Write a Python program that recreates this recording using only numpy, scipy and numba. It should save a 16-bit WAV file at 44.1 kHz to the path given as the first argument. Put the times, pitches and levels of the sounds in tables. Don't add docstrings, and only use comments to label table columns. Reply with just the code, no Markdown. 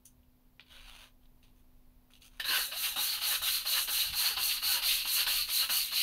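import sys
import numpy as np
from scipy import signal
from scipy.fft import rfft, irfft, next_fast_len
from scipy.io import wavfile
from scipy.ndimage import uniform_filter1d
from numba import njit

SR = 44100
rng = np.random.default_rng(int(sys.argv[2]) if len(sys.argv) > 2 else 0)


def invert_db(x):
    u = np.asarray(x, float) / 20
    return 10 ** u


def master_out(mix):
    frames = np.transpose(np.atleast_2d(mix))
    ceiling = np.clip(frames, -1, 1)
    pcm = np.round(ceiling * 32767).astype(np.int16)
    wavfile.write(sys.argv[1], SR, pcm)


N = 265482
LANDING_S = 2.397


def level(x, db):
    return x * invert_db(db) / np.sqrt(np.mean(x ** 2))


def to_db(gain):
    return 20 * np.log10(np.maximum(gain, 10 ** -5.5))


def colour(x, points):
    size = next_fast_len(N)
    hz, db = np.transpose(points)
    bins_hz = np.arange(size // 2 + 1) * SR / size
    gain = invert_db(np.interp(np.log(bins_hz + 1), np.log(hz), db, -120, -120))
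    return level(irfft(rfft(x, size) * gain, size)[:N], 0)


@njit
def svf(x, hz, width):
    y, band, low = np.empty(len(x)), 0., 0.
    for i in range(len(x)):
        g, k = np.tan(np.pi * hz[i] / SR), width / hz[i]
        v = (band + g * (x[i] - low)) / (1 + g * (g + k))
        band, low, y[i] = 2 * v - band, low + 2 * g * v, k * v
    return y


def walk(rate):
    k = int(SR / rate)
    held = np.repeat(rng.standard_normal(N // k + 1), k)
    return 1.09 * uniform_filter1d(uniform_filter1d(held, k), k)[:N]


def snaps(share, spread_db, bunch_db, bunch_rate):
    when, sign, size = rng.random(N), rng.standard_normal(N), rng.exponential(size=N)
    return (when < share) * sign * invert_db(spread_db * size + bunch_db * walk(bunch_rate))


def rings(x, centre_hz, width_hz, count, spread, patchy_db, rate):
    out = 0
    for offset in np.linspace(-1, 1, count):
        hz = np.clip(centre_hz * np.exp(spread * (offset + 0.323 * walk(rate / 2))), 100, 9000)
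        out = out + invert_db(patchy_db * walk(rate)) * svf(x, hz, width_hz)
    return level(out, 0)


def swing(share, fastest):
    bent = np.clip(share, 0, 1) ** (np.log(.5) / np.log(fastest))
    return np.maximum(np.sin(np.pi * bent), 0)


def hand():
    # start in seconds, spray level in dB, share of the stroke (0-1) where it is fastest,
    # tuft ring level in dB, rise of that ring along the stroke in dB. A stroke ends where the next begins.
    strokes = [(2.443, -35.5, 0.47, -38, 0), (2.711, -37, 0.54, -40.5, 4), (2.959, -35, 0.28, -34.5, 1),
               (3.208, -34, 0.47, -36.5, -6.5), (3.415, -33.5, .33, -35, 1.5),
               (3.645, -32.5, 0.46, -35, -2.5), (3.875, -34.5, 0.38, -35, 6.5), (4.124, -34, 0.43, -34, 6),
               (4.366, -34, 0.4, -33.5, 6), (4.616, -32, 0.47, -32, 2.5), (4.818, -33.5, 0.41, -31, 3),
               (5.044, -32.5, 0.55, -33, 8.5), (5.264, -33.5, 0.3, -32.5, -5), (5.476, -33, 0.48, -34, 2),
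               (5.69, -33.5, 0.32, -34, -1.5), (5.91, -33, 0.51, -30, 6)]
    # level of bristles flipping over in dB,
    # share of the stroke (0-1) with a rough patch, the patch's half length as a share,
    # block level there in dB, lower tuft level there in dB.
    catches = [(-45.5, 0.41, 0.23, -36, -32.5), (-44.5, 0.6, 0.16, -46.5, -35),
               (-40.5, 0.9, 0.048, -49.5, -47), (-41.5, 0.61, 0.21, -41, -35.5),
               (-43.5, 0.29, 0.083, -42.5, -34.5), (-44, 0.57, 0.18, -40.5, -38),
               (-40.5, 0.43, 0.29, -53, -40), (-43.5, 0.59, 0.3, -41.5, -37),
               (-37.5, 0.59, 0.12, -62, -36.5), (-43, 0.64, 0.28, -43, -35.5),
               (-41.5, 0.43, 0.19, -50.5, -35), (-43.5, 0.71, 0.2, -42, -35.5),
               (-36.5, 0.24, 0.24, -69, -37), (-47.5, 0.71, 0.18, -44, -43), (-37.5, 0.36, 0.088, -50, -37),
               (-45, 0.51, 0.087, -57, -34.5)]
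    # tufts, lower tufts, block and spray, all in dB.
    landing_db = (-42, -36.5, -43, -44)
    # time in seconds, pitch in Hz.
    lean = [(2.45, 3950), (2.53, 4280), (2.62, 4260), (2.69, 3830), (2.72, 4200), (2.98, 3930),
            (3.08, 4280), (3.49, 4020), (3.53, 4190), (3.94, 4100), (4.25, 4280), (5.29, 4190),
            (5.34, 4310), (5.71, 4110), (5.79, 4430), (5.85, 4130), (6.02, 4210)]
    # time in seconds, pitch in Hz.
    grip = [(2.4, 1640), (2.7, 1550), (3.0, 1407), (6.02, 1320)]
    last_end_s, stops_at = 6.13, 0.98
    tuft_power, body_power, spray_power = 0.95, 0.38, 0.94
    bite_s, pull_bite_s, flip_s, landing_s = .002, .012, 0.047, 0.02
    rest_db = -48.5

    t = np.arange(N) / SR
    starts = np.array([row[0] for row in strokes] + [last_end_s])
    k = np.clip(np.searchsorted(starts, t, side="right") - 1, 0, len(strokes) - 1)
    start, spray_db, fastest, tuft_db, rise_db = np.array(strokes)[k].T
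    flip_db, place, half, block_db, lower_db = np.array(catches)[k].T
    share, moving = (t - start) / np.diff(starts)[k], t >= starts[0]
    speed = np.minimum(1.24 * swing(share / stops_at, 0.4), 1)
    bite = np.clip((t - start) / np.where(k % 2, pull_bite_s, bite_s), 0, 1)
    flip = bite * invert_db(flip_db) * np.exp(-np.abs(t - start) / flip_s)
    patch = moving * np.exp(-((share - place) / half) ** 2)
    landing = np.clip((t - LANDING_S) / bite_s, 0, 1) * np.exp(-np.abs(t - LANDING_S) / landing_s)
    rest = moving * invert_db(rest_db)
    drag = invert_db(tuft_db + rise_db * (share - .5))
    body = drag * speed ** body_power + rest

    tuft = (drag * speed ** tuft_power) ** 2 + (invert_db(1.5) * flip) ** 2 + rest ** 2
    lower = (invert_db(-10) * body) ** 2 + (invert_db(3) * flip) ** 2 + (invert_db(lower_db) * patch) ** 2
    block_base = invert_db(-21 - 3 * (t - 4.5)) * body
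    block = block_base ** 2 + flip ** 2 + (invert_db(block_db) * patch) ** 2
    flung = invert_db(spray_db) * swing(share / stops_at, fastest) ** spray_power
    spray = flung ** 2 + rest ** 2
    landed = np.square(invert_db(landing_db)[:, None] * landing)
    tuft_level, lower_level, block_level, spray_level = to_db(np.sqrt(landed + [tuft, lower, block, spray]))

    tuft_hz = np.interp(t, *np.transpose(lean))
    block_hz = np.interp(t, *np.transpose(grip)) * (1 + 0.13 * patch - 0.16 * flip / invert_db(flip_db))
    return (tuft_level, lower_level - tuft_level, block_level - tuft_level, spray_level - tuft_level,
            tuft_hz, block_hz)


def brush():
    # frequency in Hz, level in dB per Hz.
    block_tone = [(150, -17), (250, -9), (274, -20.5), (669, -3), (884, 0), (1500, 1), (1880, 0),
                  (2300, -12.5), (2990, -1), (5060, -120)]
    # frequency in Hz, level in dB per Hz.
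    spray_tone = [(2940, -39), (5000, -31), (5320, -9), (6080, -1), (7620, -10), (8970, 0), (10900, -1.5),
                  (12300, 4), (14000, -2.5), (15700, -6.5)]
    # frequency in Hz, level in dB per Hz.
    scrape_tone = [(1500, -19.5), (2200, -5), (3000, -1.5), (3600, 1.5), (4600, -2.5), (5200, -9.5),
                   (6000, -20)]
    t = np.arange(N) / SR
    tuft_db, lower_db, block_db, spray_db, tuft_hz, block_hz = hand()
    tuft_hz = 4200 + 1.36 * (tuft_hz - 4200)
    block_db = uniform_filter1d(block_db, int(0.0049 * SR))

    slips = snaps(.4, spread_db=0.5, bunch_db=2.0, bunch_rate=60)
    tuft = rings(slips, tuft_hz, 240.0, count=2, spread=0.021, patchy_db=2.0, rate=55)
    tuft = svf(tuft, tuft_hz, 1130.0)
    lower_slips = slips + 0.35 * snaps(.4, 2.4, 1.8, 50)
    lower = rings(lower_slips, 2866, 220.0, count=3, spread=0.047, patchy_db=2.0, rate=50)
    lower = svf(lower, np.full(N, 2850.), 1300.0)
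    scrape = colour(snaps(.3, spread_db=-0.6, bunch_db=3.3, bunch_rate=41), scrape_tone)

    catches = colour(snaps(.3, spread_db=1.68, bunch_db=0.53, bunch_rate=32), block_tone)
    modes = rings(catches, 989, 38.0, count=9, spread=0.755, patchy_db=7.0, rate=26)
    held = rings(catches, block_hz, 260.0, count=2, spread=0.11, patchy_db=0.0, rate=32)
    block = 0.71 * catches + 0.71 * modes + 0.87 * held
    loose_until_s, loose_fade_s = 2.62, 0.09
    loose = np.exp(-np.maximum(t - loose_until_s, 0) / loose_fade_s)
    clear = rings(catches, 1580, 70., count=2, spread=0.034, patchy_db=-1.0, rate=11.9)
    block = level(block, 0) * (1 - 0.26 * loose) + invert_db(-3) * loose * clear
    thin = np.clip(.12 * (t - loose_until_s), 0, .9)
    block = block - thin * svf(block, np.full(N, 400.), 560.0)

    parts = level(tuft, -0.72) + invert_db(-11) * scrape
    parts = parts + invert_db(lower_db) * (level(lower, -1.5) + invert_db(-6) * scrape) + invert_db(block_db) * block
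    swell_db = uniform_filter1d(np.maximum(tuft_db + spray_db, -75), int(0.004 * SR))
    swell_db = swell_db - 60 * (tuft_db < -100)
    spray = colour(slips + 5.4 * snaps(.6, 0.68, 1.35, 30), spray_tone)
    bite = uniform_filter1d(invert_db(tuft_db), int(0.0044 * SR))
    return bite * parts + invert_db(swell_db + 0.18) * spray


def knock():
    # pitch in Hz, level in dB, time to fade by 60 dB in seconds.
    block_rings = [(880, -33, 0.076), (1790, 5.5, 0.055), (2600, -19, .06), (3030, 3.5, 0.07),
                   (3950, -11, 0.065), (4870, -4, 0.069)]
    knock_s, knock_db = 2.3975, -27
    t, out = np.arange(SR // 5) / SR, np.zeros(N)
    ring = 0
    for hz, db, t60_s in block_rings:
        ring = ring + invert_db(db) * np.sin(2 * np.pi * hz * t) * np.exp(-np.log(1000) * t / t60_s)
    for late_s, db in ((0, -12), (.0021, 4.5), (.0038, -9)):
        start = int((knock_s + late_s) * SR)
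        out[start:start + len(t)] += invert_db(knock_db + db - 15.5) * ring
    return out


def bumps():
    # time in seconds, peak level in dB, pitch in Hz.
    ridges = [(2.481, -45, 318), (2.56, -48, 420), (2.958, -46, 250), (3.874, -54, 363),
              (4.369, -53.5, 410), (4.616, -57, 242), (4.735, -50, 318), (5.042, -57, 194),
              (5.683, -54, 253), (5.911, -55.5, 250)]
    t, out = np.arange(SR // 8) / SR, np.zeros(N)
    swell = t / 0.022 * np.exp(1 - t / 0.016)
    for s, db, hz in ridges:
        noise = rng.standard_normal(len(t))
        burst = level(svf(noise, np.full(len(t), 1. * hz), 0.64 * hz), db - 5) * swell
        start = int(s * SR)
        out[start:start + len(t)] += burst[:N - start]
    return out


def footwork():
    # time in seconds, sole level in dB, fade in seconds, spray and heel in dB relative to the sole.
    steps = [
        (.05, -63, .018, 11, -14),
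        (.595, -54, .024, -24, -11),
        (1.426, -61.5, .032, -10.5, -13),
        (2.103, -67, 0.033, -4, -6),
        (2.134, -65, .012, -2, -16),
    ]
    # start in seconds, length in seconds, sole level in dB, spray and heel in dB relative to it.
    drags = [
        (.65, .27, -58, -12, -6),
        (.83, .29, -58, -9, -3.5),
        (1.201, 0.08, -78.5, -7, -4),
        (1.55, 0.076, -81.5, 0, -8),
        (2.14, 0.056, -71, -7, -20),
        (2.199, .1, -60.5, -3.5, -13),
        (2.283, 0.19, -71, -4.5, -2),
    ]
    t, out = np.arange(N) / SR, 0
    for s, db, fade_s, splash_db, heel_db in steps:
        shape = np.clip((t - s) / .005, 0, 1) * np.exp(-np.abs(t - s) / fade_s)
        out = out + invert_db(db + np.array([[0], [splash_db], [heel_db]])) * shape
    for s, length_s, db, splash_db, heel_db in drags:
        shape = np.minimum(1.18 * swing((t - s) / length_s, .5), 1) ** 1.3
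        out = out + invert_db(db + np.array([[0], [splash_db], [heel_db]])) * shape
    sole_db, splash_db, heel_db = to_db(out)
    return sole_db, splash_db - sole_db, heel_db - sole_db


def feet():
    # frequency in Hz, level in dB per Hz.
    sole_tone = [(1500, -33), (2100, -13.5), (2600, 1), (3400, 2), (4500, -3), (5300, -15), (6000, -25)]
    heel_tone = [(300, -15), (760, -8.5), (1300, -2.5), (1900, -5.5), (2500, -7)]
    splash_tone = [(4500, -26), (5400, -14), (6200, 0), (7600, -14), (9000, -2.5), (10500, -4),
                   (12000, -8.5), (15700, -8)]
    sole_db, splash_db, heel_db = footwork()
    grit = snaps(0.1, spread_db=2.0, bunch_db=1.2, bunch_rate=70)
    sole, heel = colour(grit, sole_tone), colour(grit, heel_tone)
    sole = level(sole + 0.73 * rings(sole, 3020, 200., count=5, spread=0.41, patchy_db=2.5, rate=40), 0)
    heel = level(heel + 0.77 * rings(heel, 974, 120., count=3, spread=0.39, patchy_db=2, rate=30), 0)
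    splash = colour(grit + 0.18 * snaps(0.27, 1.4, 1.8, 40.7), splash_tone)
    return invert_db(sole_db - 0.36) * (sole + invert_db(heel_db - 0.5) * heel + invert_db(splash_db + 2.0) * splash)


def taps():
    # time in seconds, peak level in dB, pitch in Hz, width as a share of the pitch.
    clicks = [
        (0.0538, -36, 10100, 0.43),
        (0.2313, -60, 2920, 0.31),
        (0.595, -31, 2500, 0.59),
        (0.797, -37, 2900, 0.42),
        (1.256, -51.5, 3550, 0.43),
        (1.4294, -53, 3200, 0.67),
        (2.1034, -52, 1410, 0.94),
        (2.135, -41.5, 3500, 0.29),
        (2.153, -41, 3520, 0.63),
        (2.2207, -40, 3820, 0.41),
    ]
    wall_echo_s, wall_db = 0.00223, -3
    out, t = np.zeros(N), np.arange(200) / SR
    for s, db, hz, width in clicks:
        fading = np.pi * width * hz * t
        click = invert_db(db + 4.0) * np.sin(2 * np.pi * hz * t) * fading * np.exp(-fading)
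        for start, gain in ((s + 0.0008, 1), (s + 0.00064 + wall_echo_s, invert_db(wall_db))):
            out[int(start * SR):int(start * SR) + len(t)] += gain * click
    return out


def wind():
    # time in seconds, rumble level in dB.
    gusts = [(0, -69.5), (.52, -64), (.65, -64), (.8, -54.5), (1.15, -62.5), (1.39, -62), (1.95, -59),
             (2.09, -72), (2.3, -59.5), (3.3, -64), (4.0, -57), (4.27, -62.5), (4.75, -58.5), (5.18, -60),
             (5.42, -53.5), (5.55, -61.5), (5.8, -60), (6.02, -66)]
    # time in seconds, level in dB.
    thuds = [
        (.18, -68),
        (3.39, -66),
        (4.12, -53.5),
        (4.4, -59.5),
        (4.69, -59.5),
        (5.4, -60),
        (5.8, -78),
    ]
    t = np.arange(N) / SR
    gust_db = np.interp(t, *np.transpose(gusts))
    puffs = invert_db(-71.5 + 0.2 * (gust_db - gust_db.mean()))
    for s, db in thuds:
        puffs = puffs + invert_db(db) * np.exp(-((t - s) / 0.043) ** 2)
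    return gust_db, to_db(puffs) - gust_db


def background():
    # pitch in Hz, rms level in dB.
    hum_lines = [(250, -73), (134, -81.5), (308, -90), (600, -99.5)]
    # frequency in Hz, level in dB per Hz.
    air_tone = [(60, -51), (95, -13), (140, -11.5), (220, -16), (340, -20), (1000, -24), (1350, -31),
                (4100, -33.5), (7900, -41), (11000, -34), (12000, -29.5), (15700, -29.5)]
    air_db = -77
    t = np.arange(N) / SR
    rumble_db, puffs_db = wind()
    rumble = colour(rng.standard_normal(N), [(10, -14), (22, -3.5), (34, -5.5), (48, -16.5), (100, -28.5)])
    puffs = colour(rng.standard_normal(N), [(45, -13), (64, -3.0), (85, -11.5), (150, -18.0), (220, -27)])
    puffs = invert_db(puffs_db - 1.5 + 3.4 * walk(8.3)) * puffs
    hum = 0
    for hz, db in hum_lines:
        hum = hum + invert_db(db + 0.21 * walk(6.15)) * np.sqrt(2) * np.sin(2 * np.pi * hz * t)
    air = invert_db(air_db + 4.5 + 0.71 * walk(1.6)) * colour(rng.standard_normal(N), air_tone)
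    return invert_db(rumble_db) * (rumble + puffs) + hum + air


def flicker(x):
    # centre in Hz, width in Hz, threshold in spreads of the random level (lower is on more often).
    bands = [(5400, 450, .4), (7200, 650, .2), (7950, 550, -.2), (15000, 1100, .9)]
    rate, ends_s = 30, 4.2
    t, out = np.arange(N) / SR, 0
    rarer = 1.6 * np.clip(t - ends_s + .5, 0, 2) + 9 * (t < LANDING_S)
    for hz, width, often in bands:
        on = uniform_filter1d(1. * (walk(rate) > often + rarer), SR // 100)
        band = signal.butter(4, (hz - width / 2, hz + width / 2), "band", fs=SR, output="sos")
        out = out + on * signal.sosfilt(band, x)
    return out


def scene():
    yard_t60_s, yard_db, flicker_db = 0.18, -11, 6
    near = brush() + knock() + bumps() + feet() + taps()
    t = np.arange(SR // 2) / SR
    fade = np.exp(-np.log(1000) * t / yard_t60_s) * np.minimum(t / 0.0049, 1)
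    tails = rng.standard_normal((2, len(t))) * fade
    tails /= np.sqrt(np.sum(tails ** 2, axis=1, keepdims=True))
    wet, apart = signal.fftconvolve(near[None], tails)[:, :N]
    difference = invert_db(flicker_db - 10.5) * flicker(apart) * np.array([[1], [-1]])
    return near + invert_db(yard_db) * wet + background() + difference


def low_pass(x):
    return signal.sosfilt(signal.butter(12, 16930, fs=SR, output="sos"), x)


def record(dry):
    return low_pass(dry)


dry = scene()
out = record(dry)
master_out(out)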